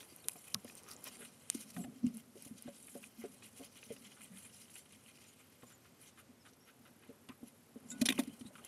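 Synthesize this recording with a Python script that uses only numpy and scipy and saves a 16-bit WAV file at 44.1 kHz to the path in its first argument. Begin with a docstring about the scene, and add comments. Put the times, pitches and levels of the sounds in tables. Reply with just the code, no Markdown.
"""A rabbit chews leaves in a wooden hutch, close to a small microphone.
Tiny cracks merge into a crisp rustle and a duller crunch inside the mouth; stems snap and leaves tear.
Its paws thump and shuffle on hollow boards, and knock a steel bowl that scrapes and rings briefly.
Outside, an insect trills very high over faint open air, a hiss of far insects and a few thin peeps."""
import sys
import numpy as np
from scipy import signal
from scipy.fft import rfft, irfft
from scipy.io import wavfile

SR = 44100
rng = np.random.default_rng(int(sys.argv[2]) if len(sys.argv) > 2 else 0)


def int16_out(signal):
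    """Quantize to a 16-bit WAV file."""
    q = np.round(np.clip(np.atleast_2d(signal).T, -1, 1) * 32767)
    wavfile.write(sys.argv[1], SR, q.astype(np.int16))


N = 382347


def from_db(db):
    """Turns decibels into a number to multiply a sound by."""
    return 10 ** (np.asarray(db) / 20)


def rms_one(x):
    """Scales a sound so that its average strength (rms) is 1."""
    return x / np.sqrt(np.mean(x ** 2) + 1e-20)


def curves(rows):
    """Joins the rows of a table over time: one curve for each column after the first."""
    times, *columns = np.transpose(rows)
    return [np.interp(np.arange(N) / SR, times, column) for column in columns]


def coloured(x, points):
    """Makes some pitches louder than others, following (pitch [Hz], level [dB]) points; rms 1."""
    hz, level_db = np.transpose(points)
    log_hz = np.log(np.arange(1, N // 2 + 2) * SR / N)
    return rms_one(irfft(rfft(x) * from_db(np.interp(log_hz, np.log(hz), level_db)), N))


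def drift(rate_hz):
    """A smooth random wobble of size about 1; a higher rate wobbles faster."""
    r = np.exp(-2 * np.pi * rate_hz / SR)
    return rms_one(signal.lfilter([1], [1, -2 * r, r * r], rng.standard_normal(N + SR))[SR:])


def ring(x, hz, ring_s):
    """Each click in x starts a tone that fades by 60 dB in ring_s seconds."""
    r, w = from_db(-60 / (ring_s * SR)), 2 * np.pi * hz / SR
    return signal.lfilter([0, np.sin(w)], [1, -2 * r * np.cos(w), r * r], x + 1e-18)


def band(x, hz, ring_s):
    """Rings x twice to keep the pitches near hz; longer ringing keeps a narrower band; rms 1."""
    return rms_one(ring(ring(x, hz, ring_s), hz, ring_s))


def grains(per_s, spread_db, size=N):
    """Random clicks of uneven size."""
    heights = from_db(spread_db * np.minimum(rng.exponential(1, size), 5)) * rng.choice([-1, 1], size)
    return heights * (rng.random(size) < per_s / SR)


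def contact(seconds, size, rise=.11):
    """Strength of a touch: it grows over the share `rise` of its length, then fades."""
    progress = np.arange(size) / SR / max(seconds, 1e-4)
    return (1 - np.exp(-progress / max(rise, .005))) * np.exp(-1.6 * progress ** 2)


def swells(starts, hold_s, peak_db, rise_db_per_s, fall_db_per_s, build_db=0):
    """Follows the loudest of several swells that rise, hold (growing by build_db) and fall away."""
    times = np.arange(0, N + 88, 88) / SR
    age, hold = times - starts[:, None], np.c_[hold_s]
    slopes_db = rise_db_per_s * np.minimum(age, 0) - fall_db_per_s * np.maximum(age - hold, 0)
    level_db = peak_db[:, None] + slopes_db + build_db * (np.clip(age / hold, 0, 1) - .5)
    return np.interp(np.arange(N) / SR, times, from_db(level_db.max(axis=0)))


def add(out, start, sound, peak_db):
    """Mixes a sound into out at a start time in seconds, with the given peak."""
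    piece = out[round(start * SR):][:len(sound)]
    piece += from_db(peak_db) * sound[:len(piece)] / np.abs(sound).max()


def struck(tones, push, spot_hz, octaves):
    """One push rings all the tones of an object; those near the struck spot's pitch ring most."""
    chance_db = rng.normal(0, 1.5, len(tones))
    out = 0
    for k, (hz, db, ring_s) in enumerate(tones):
        distance = np.log2(hz / spot_hz) / max(octaves, .1)
        out += from_db(db + chance_db[k] - 4.4 * distance ** 2) * ring(push, hz, ring_s) * (-1) ** k
    return out


# Tone colour of the open air: (pitch [Hz], relative level [dB])
AIR_COLOUR = [(15, -52), (25, -9), (43, -20), (92, 9.5), (170, 4), (240, -11), (317, 1), (405, 1),
              (796, -6.5), (2220, -10), (3920, -13.5), (9840, -14), (11300, -74), (12200, -50),
              (13200, -27), (16000, -44)]
def open_air():
    """A faint, mostly low rush whose level wavers slowly."""
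    return from_db(-68.5 + .7 * drift(0.6)) * coloured(rng.standard_normal(N), AIR_COLOUR)


def far_insects():
    """Many insects further off merge into a steady, narrow hiss."""
    high_band = signal.butter(3, (10600, 12500), "band", fs=SR, output="sos")
    return from_db(-79.5 + 0.5 * drift(4.0)) * rms_one(signal.sosfilt(high_band, rng.standard_normal(N)))


# Thin peeps: (time [s], length [s], first pitch [Hz], last pitch [Hz], peak [dB])
PEEP_NOTES = [(0.082, 0.063, 4700, 4880, -62), (0.183, 0.046, 4450, 4400, -65),
              (1.798, 0.061, 7800, 7700, -52), (5.25, 0.077, 7000, 7000, -64),
              (5.66, 0.035, 7000, 7350, -61), (5.721, 0.044, 7200, 7000, -61), (6.39, .05, 5500, 4900, -66),
              (6.59, 0.083, 5600, 5500, -68), (8.297, 0.048, 3000, 3050, -61),
              (8.446, 0.044, 3870, 3900, -61)]
def peeps():
    """Short sliding whistles, perhaps far birds, that tremble in pitch and level."""
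    out, waver = np.zeros(N), drift(126)
    for start, length, first_hz, last_hz, peak_db in PEEP_NOTES:
        at, size = round(start * SR), round(length * SR)
        hz = np.linspace(first_hz, last_hz, size) + 110 * waver[at:][:size]
        level = np.hanning(size) ** .5 * from_db(2.5 * waver[-at - size:][:size])
        add(out, start, level * np.sin(2 * np.pi * np.cumsum(hz) / SR), peak_db)
    return out


CHIRPS_PER_S, CHIRP_S, BEAT_AT_S = 35.7, .012, 6.732
CHIRP_START_HZ, CHIRP_END_HZ, CHIRP_DIP_DB = 12450, 10700, 7
# How the trill changes: (time [s], chirp start level [dB], chirp end level [dB], delay [ms])
TRILL = [(0, -70, -72, -8.5), (.35, -56, -56, -13), (1, -85, -82, -13), (2, -76, -68, -4),
         (3, -62, -71, -1), (4, -85, -86, 1), (4.75, -84, -74, 2.5), (5.0, -79, -72, 2.5),
         (5.25, -68, -74, 4), (5.45, -60, -76, -1), (6.05, -63, -85, -1.5), (6.2, -80, -80, -7),
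         (6.4, -90, -90, -13), (6.5, -77, -63, -4), (7.0, -74, -61, 1.2), (7.3, -64, -70, -.3),
         (7.8, -72, -64, 1), (8.67, -78, -81, -8)]
def insect():
    """Almost evenly spaced chirps, each a quick, slightly blurred fall in pitch."""
    start_db, end_db, delay_ms = curves(TRILL)
    beats = (np.arange(N) / SR - BEAT_AT_S - delay_ms / 1000) * CHIRPS_PER_S
    progress = np.minimum((beats % 1) / (CHIRP_S * CHIRPS_PER_S), 1)   # 0 to 1 through each chirp
    hz = CHIRP_START_HZ + (CHIRP_END_HZ - CHIRP_START_HZ) * progress + 130 * drift(301)
    # each chirp sags in the middle, so a high and a low note stand out
    dip_db = CHIRP_DIP_DB * np.exp(-((progress - .5) / .12) ** 2)
    level_db = start_db + (end_db - start_db) * progress - dip_db + 1.2 * drift(500) + 0.6 * drift(8.8)
    return from_db(level_db) * np.sin(np.pi * progress) ** 0.45 * np.sin(2 * np.pi * np.cumsum(hz) / SR)


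# Tone colour of the bowl's rim scraping on wood: (pitch [Hz], relative level [dB])
RIM_COLOUR = [(410, -17), (700, -15), (1330, -24), (2020, -10.5), (3070, -14.5), (3690, -11.5), (7690, -16),
              (9860, -9.5), (16000, -25)]
# The steel bowl's own tones: (pitch [Hz], relative level [dB], ring time [s])
BOWL_TONES = [(1140, 17.5, 0.047), (1473, 16, 1), (2050, -2, 0.2), (2160, -8, 0.11), (2623, 9.5, 0.18),
              (3060, 9.5, 0.051), (3710, 10.5, 0.072), (4120, 12, 0.027), (5220, 12, 0.066),
              (5600, 18, 0.028), (6370, 2, 0.04), (6900, 8, 0.036), (7700, 6, 0.052), (9200, 5, 0.038),
              (11000, 19.5, 0.021)]
# Knocks and slides: (time [s], peak [dB], contact [s], rise [share of contact], spot pitch [Hz],
# spread of ringing [octaves], scrape strength [times the ringing], longest ring the paw allows [s])
BOWL_KNOCKS = [(7.882, -53, 0.025, .3, 7300, 0.17, 0.2, 0.03),
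               (7.902, -38, 0.0089, .02, 7300, 0.11, 0.25, 0.015),
               (7.912, -39.5, 0.027, .03, 7700, 0.13, 0.13, 0.015),
               (7.914, -45.5, 0.0063, .05, 2300, 2, 0.21, 0.89),
               (8.012, -25.5, 0.012, 0.5, 3440, 0.8, 1.2, 0.007),
               (8.054, -21, 0.019, 0.11, 5000, 1.3, 0.72, 0.017),
               (8.0873, -18, 0.006, .02, 3100, 0.46, 0.53, 0.0044),
               (8.093, -28, 0.012, .1, 2600, 0.37, 0.92, 0.004),
               (8.1023, -24, 0.013, 0.018, 2460, 0.33, 0.78, 0.0074),
               (8.123, -28, 0.0078, .02, 2380, 0.38, 0.98, 0.012),
               (8.179, -33.5, 0.0085, .02, 2360, 0.26, 0.43, 0.0027),
               (8.187, -29, 0.019, .3, 2100, 0.6, 2.6, 0.0019),
               (8.235, -42, 0.0062, .05, 3570, 0.91, 1.7, 0.015),
               (8.272, -48.5, 0.015, .11, 9700, 0.96, 2.6, .01)]
def bowl():
    """Each knock is a gritty scrape that rings the steel, while the paw cuts the ringing short."""
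    out, grit = np.zeros(N), coloured(grains(12000, 0.62), RIM_COLOUR)
    for start, peak_db, seconds, rise, spot_hz, octaves, scrape, longest_s in BOWL_KNOCKS:
        rub = grit[round(start * SR):][:12000] * contact(seconds, size=12000, rise=rise)
        if rise < .04:   # a sudden knock starts with a tick
            rub[:14] += .7 * np.abs(rub).max() * np.sin(np.pi * np.arange(14) / 7)
        held_tones = [(hz, db, 1 / (1 / ring_s + 1 / longest_s)) for hz, db, ring_s in BOWL_TONES]
        steel = rms_one(struck(held_tones, rub, spot_hz, octaves))
        add(out, start, scrape * rms_one(rub) + steel, peak_db)
    return out


# The hollow floor's own tones: (pitch [Hz], relative level [dB], ring time [s])
FLOOR_TONES = [(120, -10.5, 0.087), (170, -25, 0.048), (190, -7.5, 0.14), (231, 13.5, 0.034),
               (280, 2, 0.066), (310, -7, 0.02), (399, 2, 0.043), (423, 0.5, 0.054), (483, 6, 0.01),
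               (563, 1.5, 0.11), (670, 7, 0.064), (700, 11.5, 0.073), (910, 6.5, 0.082),
               (1064, 25.5, 0.059), (1330, 35, 0.022)]
# Paws landing: (time [s], peak [dB], spot pitch [Hz], spread of ringing [octaves])
PAW_THUMPS = [(0.12, -54, 340, 0.47), (0.248, -58, 430, 0.25), (0.354, -50.5, 600, 0.75),
              (0.544, -43.5, 142, 0.64), (0.55, -44, 1270, 0.45), (0.646, -42.5, 260, 2.9),
              (1.065, -56.5, 587, 0.24), (1.205, -50, 450, 0.35), (1.547, -37, 293, 0.5),
              (1.761, -42.5, 179, 0.12), (1.766, -48.5, 700, 0.11), (1.805, -56, 710, 0.12),
              (1.797, -56, 190, 0.27), (1.842, -44, 190, 1.1), (1.841, -49, 700, 0.14),
              (1.877, -45, 258, 0.94), (1.952, -51, 244, 0.25), (2.039, -27.5, 238, 0.38),
              (2.062, -30, 188, 0.5), (2.098, -48.5, 231, 0.12), (2.134, -47, 224, 0.064),
              (2.354, -50, 473, 0.62), (2.462, -48, 420, 1.02), (2.504, -44, 226, 0.36),
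              (2.656, -45, 246, 0.8), (2.678, -40, 483, 0.81), (2.952, -40, 470, 0.79),
              (3.177, -48, 231, 0.14), (3.238, -38, 440, 0.63), (3.595, -46.5, 453, 0.66),
              (3.61, -48, 474, 0.79), (3.902, -38.5, 467, 0.26), (4.307, -52.5, 194, 0.17),
              (4.345, -55, 173, 0.48), (5.631, -45.5, 348, 2.8), (6.286, -55, 247, 0.21),
              (6.794, -57.5, 252, 0.52), (6.906, -61, 243, 0.52), (7.092, -46, 450, 0.43),
              (7.291, -44.5, 296, 0.81), (7.429, -41.5, 373, 1), (7.757, -43, 380, 0.75),
              (7.915, -49.5, 231.5, 0.087), (8.014, -25.5, 245, 0.37), (8.016, -39, 612, 0.12),
              (8.086, -33.5, 303, 0.33), (8.089, -53, 597, 0.55), (8.105, -47.5, 620, 0.67),
              (8.123, -43.5, 900, 0.56), (8.019, -49, 1040, 0.37), (8.103, -31, 263, 1.1),
              (8.188, -26.5, 280, 0.34), (8.187, -32, 730, 0.53), (8.268, -46, 293, 0.22),
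              (8.408, -44, 246, .72), (8.45, -42.5, 233, 0.75), (8.499, -59, 596, 0.18)]
# Paws shuffling: (time [s], level [dB])
PAW_SHUFFLE = [(0.0, -100), (0.8, -80), (1.25, -66.5), (1.45, -71), (1.72, -64.5), (1.78, -45),
               (1.97, -62.5), (2.3, -71), (2.85, -72), (3.8, -71), (4.36, -69), (5.3, -73.5), (5.8, -76),
               (6.85, -74), (7.65, -74.5), (7.94, -54.5), (8.28, -51), (8.4, -78), (8.67, -67)]
# Fur and leaves dragging over the wood: (time [s], level [dB])
FUR_DRAG = [(0.0, -67), (0.38, -70), (1.0, -63.5), (1.28, -69.5), (2.34, -77), (2.56, -73.5), (4.42, -72.5),
            (4.6, -79), (6.71, -73.5), (6.95, -71), (7.65, -75), (8.09, -62.5), (8.26, -70), (8.67, -65)]
def floorboards():
    """Paws thump and shuffle, ringing the hollow floor, while fur and leaves drag over it."""
    thumps = np.zeros(N)
    for start, peak_db, spot_hz, octaves in PAW_THUMPS:
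        seconds = np.interp(peak_db, [-50, -25], [0.011, 0.0033])   # harder landings are shorter
        scuff = rng.standard_normal(9000) * contact(seconds, size=9000)
        scuff[40] += 6.5   # the landing itself
        clack = band(scuff, spot_hz, 2.0 / spot_hz / max(octaves, .1))
        wood = rms_one(struck(FLOOR_TONES, clack, spot_hz, octaves))
        add(thumps, start, wood + 0.96 * clack, peak_db)
    shuffling = rms_one(struck(FLOOR_TONES, grains(600, 2.5), spot_hz=215, octaves=.7))
    dragging = band(grains(1500, 1.5), hz=460, ring_s=0.00059) * from_db(curves(FUR_DRAG)[0])
    # after each thump the paws shuffle on, softer and fading
    starts, peaks_db = np.transpose(PAW_THUMPS)[:2]
    settling = swells(starts, 0.0052, peaks_db - 20.5, rise_db_per_s=860, fall_db_per_s=114)
    return thumps + shuffling * np.hypot(from_db(curves(PAW_SHUFFLE)[0]), settling) + dragging


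# Stems and leaf veins breaking: (time [s], peak [dB], pitch [Hz])
STEM_SNAPS = [(0.163, -36, 11100), (0.2851, -12.5, 10270), (0.2898, -53.5, 970), (0.294, -41, 11200),
              (0.2955, -36, 10800), (0.295, -47, 2500), (0.319, -38, 9970), (0.358, -56, 2380),
              (0.5418, -37, 6000), (0.5451, -19, 10500), (0.5453, -16, 5100), (0.548, -45, 1700),
              (0.6464, -38.5, 10600), (0.7531, -36, 9800), (0.835, -42, 9550), (0.841, -50.5, 6500),
              (0.888, -43, 9800), (0.9145, -42.5, 4400), (0.9147, -37.5, 9000), (0.922, -40, 11100),
              (0.934, -51, 6600), (0.9651, -40.5, 7300), (1.042, -29, 11300), (1.069, -46, 6040),
              (1.085, -44, 6500), (1.17, -43, 9000), (1.5008, -12.5, 9300), (2.0656, -47.5, 2780),
              (2.067, -39, 7700), (2.143, -51, 11900), (2.149, -43, 11000), (2.171, -36, 10200),
              (2.424, -35.5, 10600), (2.624, -34, 10700), (2.871, -40, 10500), (3.04, -42.5, 2570),
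              (3.829, -45.5, 2690), (4.218, -39.5, 9300), (4.756, -36, 9450), (4.924, -45.5, 9900),
              (5.062, -52, 2880), (5.156, -60, 2600), (5.175, -54, 2700), (7.2888, -48.5, 3230),
              (7.289, -44.5, 9450), (7.8017, -55, 9900)]
def stem_snaps():
    """Each break is a click and a tone a few cycles long; loud ones ring less and click more."""
    out, click = np.zeros(N), signal.unit_impulse(600)
    sharp_click = signal.lfilter(*signal.butter(2, [1100, 12000], "band", fs=SR), click)
    faint_to_loud_db = [-25, -16]
    for start, peak_db, hz in STEM_SNAPS:
        cycles = np.interp(peak_db, faint_to_loud_db, [10, 6])
        sharpness = np.interp(peak_db, faint_to_loud_db, [0.078, 0.83])
        tone = band(click, hz, cycles / hz)
        add(out, start, tone / tone.max() + sharpness * sharp_click, peak_db)
    return out


# Bites through a leaf: (time [s], peak [dB], pitch [Hz], length [s])
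LEAF_BITES = [(0.0044, -43, 3550, 0.013), (0.027, -44, 2600, 0.0089), (0.241, -47.5, 3850, 0.0081),
              (0.471, -50, 2640, 0.025), (0.677, -48, 1680, 0.0073), (0.697, -43.5, 2530, 0.0054),
              (0.768, -42.5, 8900, 0.031), (0.863, -50, 1250, 0.073), (1.06, -48, 1020, 0.034),
              (1.052, -45.5, 2500, 0.031), (1.064, -47, 3050, 0.03), (1.066, -49, 1900, 0.03),
              (1.207, -47.5, 1520, 0.038), (1.248, -48.5, 2750, 0.014), (1.545, -31, 9200, 0.013),
              (1.603, -37.5, 9400, 0.025), (1.763, -40, 1840, 0.0092), (1.764, -45, 1480, 0.013),
              (1.839, -47.5, 1670, 0.015), (2.448, -41.5, 9900, 0.013), (2.666, -51, 1600, 0.032),
              (2.876, -49.5, 2440, 0.024), (2.944, -56, 1520, 0.017), (3.028, -50, 2700, 0.024),
              (3.21, -50.5, 2260, 0.027), (3.23, -54, 1420, 0.038), (3.422, -47, 2500, 0.011),
              (3.573, -43, 9850, 0.021), (3.644, -41.5, 10200, 0.0097), (3.755, -53.5, 3260, 0.046),
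              (3.831, -45, 2770, 0.0035), (3.921, -42, 9400, 0.025), (3.963, -50, 2800, 0.011),
              (4.047, -49.5, 3330, 0.021), (4.109, -52.5, 3270, 0.032), (4.3, -59.5, 1790, 0.11),
              (4.166, -52.5, 1330, 0.031), (4.207, -48.5, 2320, 0.015), (4.255, -61, 2050, 0.021),
              (4.446, -51.5, 2500, 0.023), (4.494, -57, 3080, .013), (4.654, -56, 2920, 0.0054),
              (4.68, -55.5, 3140, 0.011), (4.696, -51, 3000, 0.0063), (4.713, -60, 2640, .008),
              (4.701, -47, 9800, 0.018), (4.754, -56, 9650, 0.0068), (4.755, -47, 2780, 0.0036),
              (4.761, -46, 2710, 0.011), (4.856, -56.5, 3100, 0.011), (4.917, -61, 2600, 0.05),
              (5.072, -64, 2500, 0.026), (5.097, -58, 2560, 0.011), (5.185, -55, 2800, 0.0058),
              (5.212, -60, 2740, .015), (5.232, -55, 2700, .03), (5.207, -55, 9250, 0.017),
              (5.62, -54.5, 1620, 0.023), (5.39, -55, 2420, 0.033), (5.702, -56, 1500, 0.034),
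              (5.847, -56.5, 1350, 0.022), (6.015, -66, 9250, 0.018), (6.068, -52, 6350, 0.035),
              (6.174, -52, 1370, 0.036), (6.451, -49.5, 1400, 0.038), (6.526, -53, 6160, 0.023),
              (6.676, -52.5, 1400, 0.035), (6.852, -54, 1400, 0.034), (7.023, -54, 1530, 0.03),
              (7.286, -49, 1070, 0.041), (7.288, -49, 2600, 0.015), (7.289, -47.5, 4800, 0.0085),
              (8.41, -48.5, 3300, 0.0095), (8.463, -51, 4370, 0.008), (8.553, -44.5, 1270, 0.016),
              (8.581, -49.5, 1260, 0.022), (8.647, -37.5, 10000, 0.0077)]
def bites():
    """Each bite is a burst of cracks, partly at one pitch and partly spread around it."""
    out = np.zeros(N)
    for start, peak_db, hz, length in LEAF_BITES:
        rise = np.interp(length, [.02, .05], [.1, .4])
        cracks = grains(3000, 2.5, size=4000) * contact(length, size=4000, rise=rise)
        cracks[60] += 2.0   # a sharper crack leads
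        top_hz = hz * (1.25 if hz > 1800 else 2.4)   # low bites crackle well above their pitch
        wide_band = signal.butter(3, [.78 * hz, top_hz], "band", fs=SR, output="sos")
        crackle = rms_one(signal.sosfilt(wide_band, cracks))
        add(out, start, band(cracks, hz, 6.5 / hz) + .7 * crackle, peak_db)
    return out


PITCH_SLOTS = 30   # how many pitches a leaf crack can have
# Tone colour of cracking leaf edges: (pitch [Hz], relative level [dB])
LEAF_COLOUR = [(3000, -15), (4300, -3.5), (5600, -1), (6800, -2.5), (8200, 1), (9500, 3.5), (11000, 3.5),
               (12500, -5.5), (13500, -19), (15500, -10)]
def leaf_rustle(sizzle, ticks, slots):
    """Leaf edges crack in a fine sizzle, each crack at its slot's pitch; ticks span all the slots."""
    pitches = np.geomspace(3000, 15500, PITCH_SLOTS)
    leaf_hz, leaf_db = np.transpose(LEAF_COLOUR)
    levels_db = np.interp(np.log(pitches), np.log(leaf_hz), leaf_db)
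    tilt, arch = drift(5.0), drift(5.0)   # the tone colour keeps shifting
    out = np.zeros(N)
    for k, hz in enumerate(pitches):
        place = np.pi * k / (PITCH_SLOTS - 1)
        flicker_db = 2.6 * drift(22)
        shift_db = 2.2 * (tilt * np.cos(place) + arch * np.cos(3 * place))
        cracks = band(sizzle * (slots == k) + ticks, hz, 34.0 / hz)
        out += from_db(levels_db[k] + flicker_db + shift_db) * np.sqrt(hz) * cracks
    return rms_one(out)


# Pitches that stand out in the mouth's crunch: (pitch [Hz], width [Hz], relative level [dB])
MOUTH_BANDS = [(2150, 350, -1.5), (2480, 350, -3), (2800, 400, -1.5), (3180, 350, 0), (4200, 450, -5),
               (1450, 550, -5.5)]
def mouth_crunch(slots):
    """Cracks inside the mouth sound duller; each rings the one band that its slot picks."""
    cracks, out = grains(2600, 2.6), np.zeros(N)
    for k, (hz, width_hz, db) in enumerate(MOUTH_BANDS):
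        ring_s = np.log(1000) / np.pi / width_hz
        out += from_db(db) * band(cracks * (slots % len(MOUTH_BANDS) == k), hz, ring_s)
    return rms_one(out)


RISE_DB_PER_S, FALL_DB_PER_S = 374, 529   # a swell stops more sharply than it starts
# Rustling between the swells: (time [s], crisp level [dB], dull level [dB])
BETWEEN_SWELLS = [(0, -67.5, -73.5), (1.3, -67, -75.5), (2.0, -80, -88), (2.3, -76, -96), (2.7, -70, -73.5),
                  (3.1, -71.5, -76.5), (4, -66.5, -93), (5.5, -75.5, -76), (5.9, -103, -101),
                  (7.0, -80.5, -100), (7.7, -79, -88), (8.1, -65.5, -65), (8.3, -85, -87), (8.67, -83, -81)]
# Swells of rustle and crunch: mostly chews, and near 8 s the rustle as the bowl is knocked:
# (time [s], length [s], crisp level [dB], dull level [dB])
RUSTLE_SWELLS = [(0.0, 0.023, -55, -68), (0.092, 0.085, -68.5, -75), (0.224, 0.034, -84, -86),
                 (0.3, 0.12, -62, -78), (0.462, 0.069, -62.5, -68.5), (0.63, 0.03, -76, -71),
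                 (0.688, 0.032, -59.5, -75), (0.758, 0.049, -70, -74), (0.89, 0.047, -57.5, -78),
                 (1.069, 0.01, -47.5, -60), (1.125, 0.028, -57, -63.5), (1.183, 0.083, -61, -69.5),
                 (1.3, 0.054, -72, -82), (1.42, 0.035, -68, -72), (1.506, 0.023, -61, -63.5),
                 (1.552, 0.013, -50.5, -62), (1.578, 0.046, -57.5, -64.5), (1.698, 0.01, -55.5, -65),
                 (1.748, 0.091, -59.5, -69), (1.955, 0.037, -71.5, -75), (2.07, 0.0073, -61.5, -64),
                 (2.138, 0.067, -65, -72), (2.378, 0.11, -63, -72.5), (2.573, 0.047, -62.5, -71),
                 (2.664, 0.009, -63.5, -65), (2.745, 0.24, -62.5, -84), (3.027, 0.044, -62, -72),
                 (3.181, 0.081, -65, -69.5), (3.322, 0.06, -68, -75), (3.448, 0.022, -58.5, -63.5),
                 (3.569, 0.095, -63.5, -67.5), (3.764, 0.024, -61, -63.5), (3.837, 0.017, -58.5, -68.5),
                 (3.908, 0.026, -71, -63.5), (4.028, 0.05, -66.5, -66.5), (4.107, 0.022, -69, -73),
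                 (4.2, 0.082, -66.5, -69), (4.374, 0.094, -61.5, -67), (4.533, 0.11, -59.5, -68.5),
                 (4.745, 0.051, -58, -68), (4.92, 0.032, -70, -70), (4.993, 0.044, -84, -81),
                 (5.077, 0.023, -66.5, -65), (5.16, 0.176, -67.5, -74), (5.38, 0.036, -71, -78),
                 (5.52, 0.059, -74.5, -78), (5.626, 0.033, -69.5, -81), (5.684, 0.042, -64.5, -74),
                 (5.84, 0.024, -71.5, -74), (6.016, 0.071, -64.5, -70), (6.189, 0.014, -68, -76),
                 (6.464, 0.031, -68, -85), (6.672, 0.034, -69.5, -72), (6.84, 0.053, -76, -89),
                 (7.02, 0.082, -91, -75.5), (7.458, 0.03, -67, -73.5), (7.907, 0.02, -59, -83),
                 (8.008, 0.016, -59.5, -67), (8.134, 0.11, -62.5, -64), (8.26, 0.025, -71, -65.5),
                 (8.31, 0.075, -68.5, -75), (8.4, 0.02, -61, -76), (8.46, 0.012, -65, -77),
                 (8.55, 0.045, -66.5, -75), (8.662, 0.024, -63, -60.5)]
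def chewing_and_rustling():
    """The crisp rustle and the dull crunch swell together, in quick flurries of tiny cracks."""
    starts, lengths, crisp_db, dull_db = np.transpose(RUSTLE_SWELLS)
    crisp_swells = swells(starts, lengths, crisp_db, RISE_DB_PER_S, FALL_DB_PER_S)
    dull_swells = swells(starts, lengths, dull_db, RISE_DB_PER_S, FALL_DB_PER_S, build_db=1)
    crisp_between, dull_between = from_db(curves(BETWEEN_SWELLS))
    flurries = from_db(2.0 * drift(45))
    sizzle, ticks = grains(per_s=12000, spread_db=1.9), grains(per_s=30, spread_db=2.5)
    slots = rng.integers(0, PITCH_SLOTS, N)   # a random pitch slot for every possible crack
    crisp = leaf_rustle(sizzle, ticks, slots) * np.hypot(crisp_between, crisp_swells)
    dull = mouth_crunch(slots) * np.hypot(dull_between, dull_swells)
    return flurries * (crisp + dull)


def hutch_echoes(sound):
    """The direct sound, followed by faint, very short echoes off the hutch walls."""
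    echoes = signal.unit_impulse(1200)
    echoes[12:] = from_db(-29) * rng.standard_normal(1188) * np.exp(-np.arange(1188) / SR / 0.002)
    return signal.fftconvolve(sound, echoes)[:N]


def scene():
    """The rabbit in its hutch and the sounds outside, all at one microphone."""
    rabbit = chewing_and_rustling() + stem_snaps() + bites() + floorboards() + bowl()
    return (hutch_echoes(rabbit) + open_air() + insect() + far_insects() + peeps())[None]


def record(dry):
    """The small microphone loses the bass, and the very highest pitches are cut."""
    bass_cut = signal.butter(2, 87, "high", fs=SR, output="sos")
    top_cut = signal.cheby2(12, 60, 16250, fs=SR, output="sos")
    return signal.sosfilt(top_cut, signal.sosfilt(bass_cut, dry))


dry = scene()
out = record(dry)
int16_out(out)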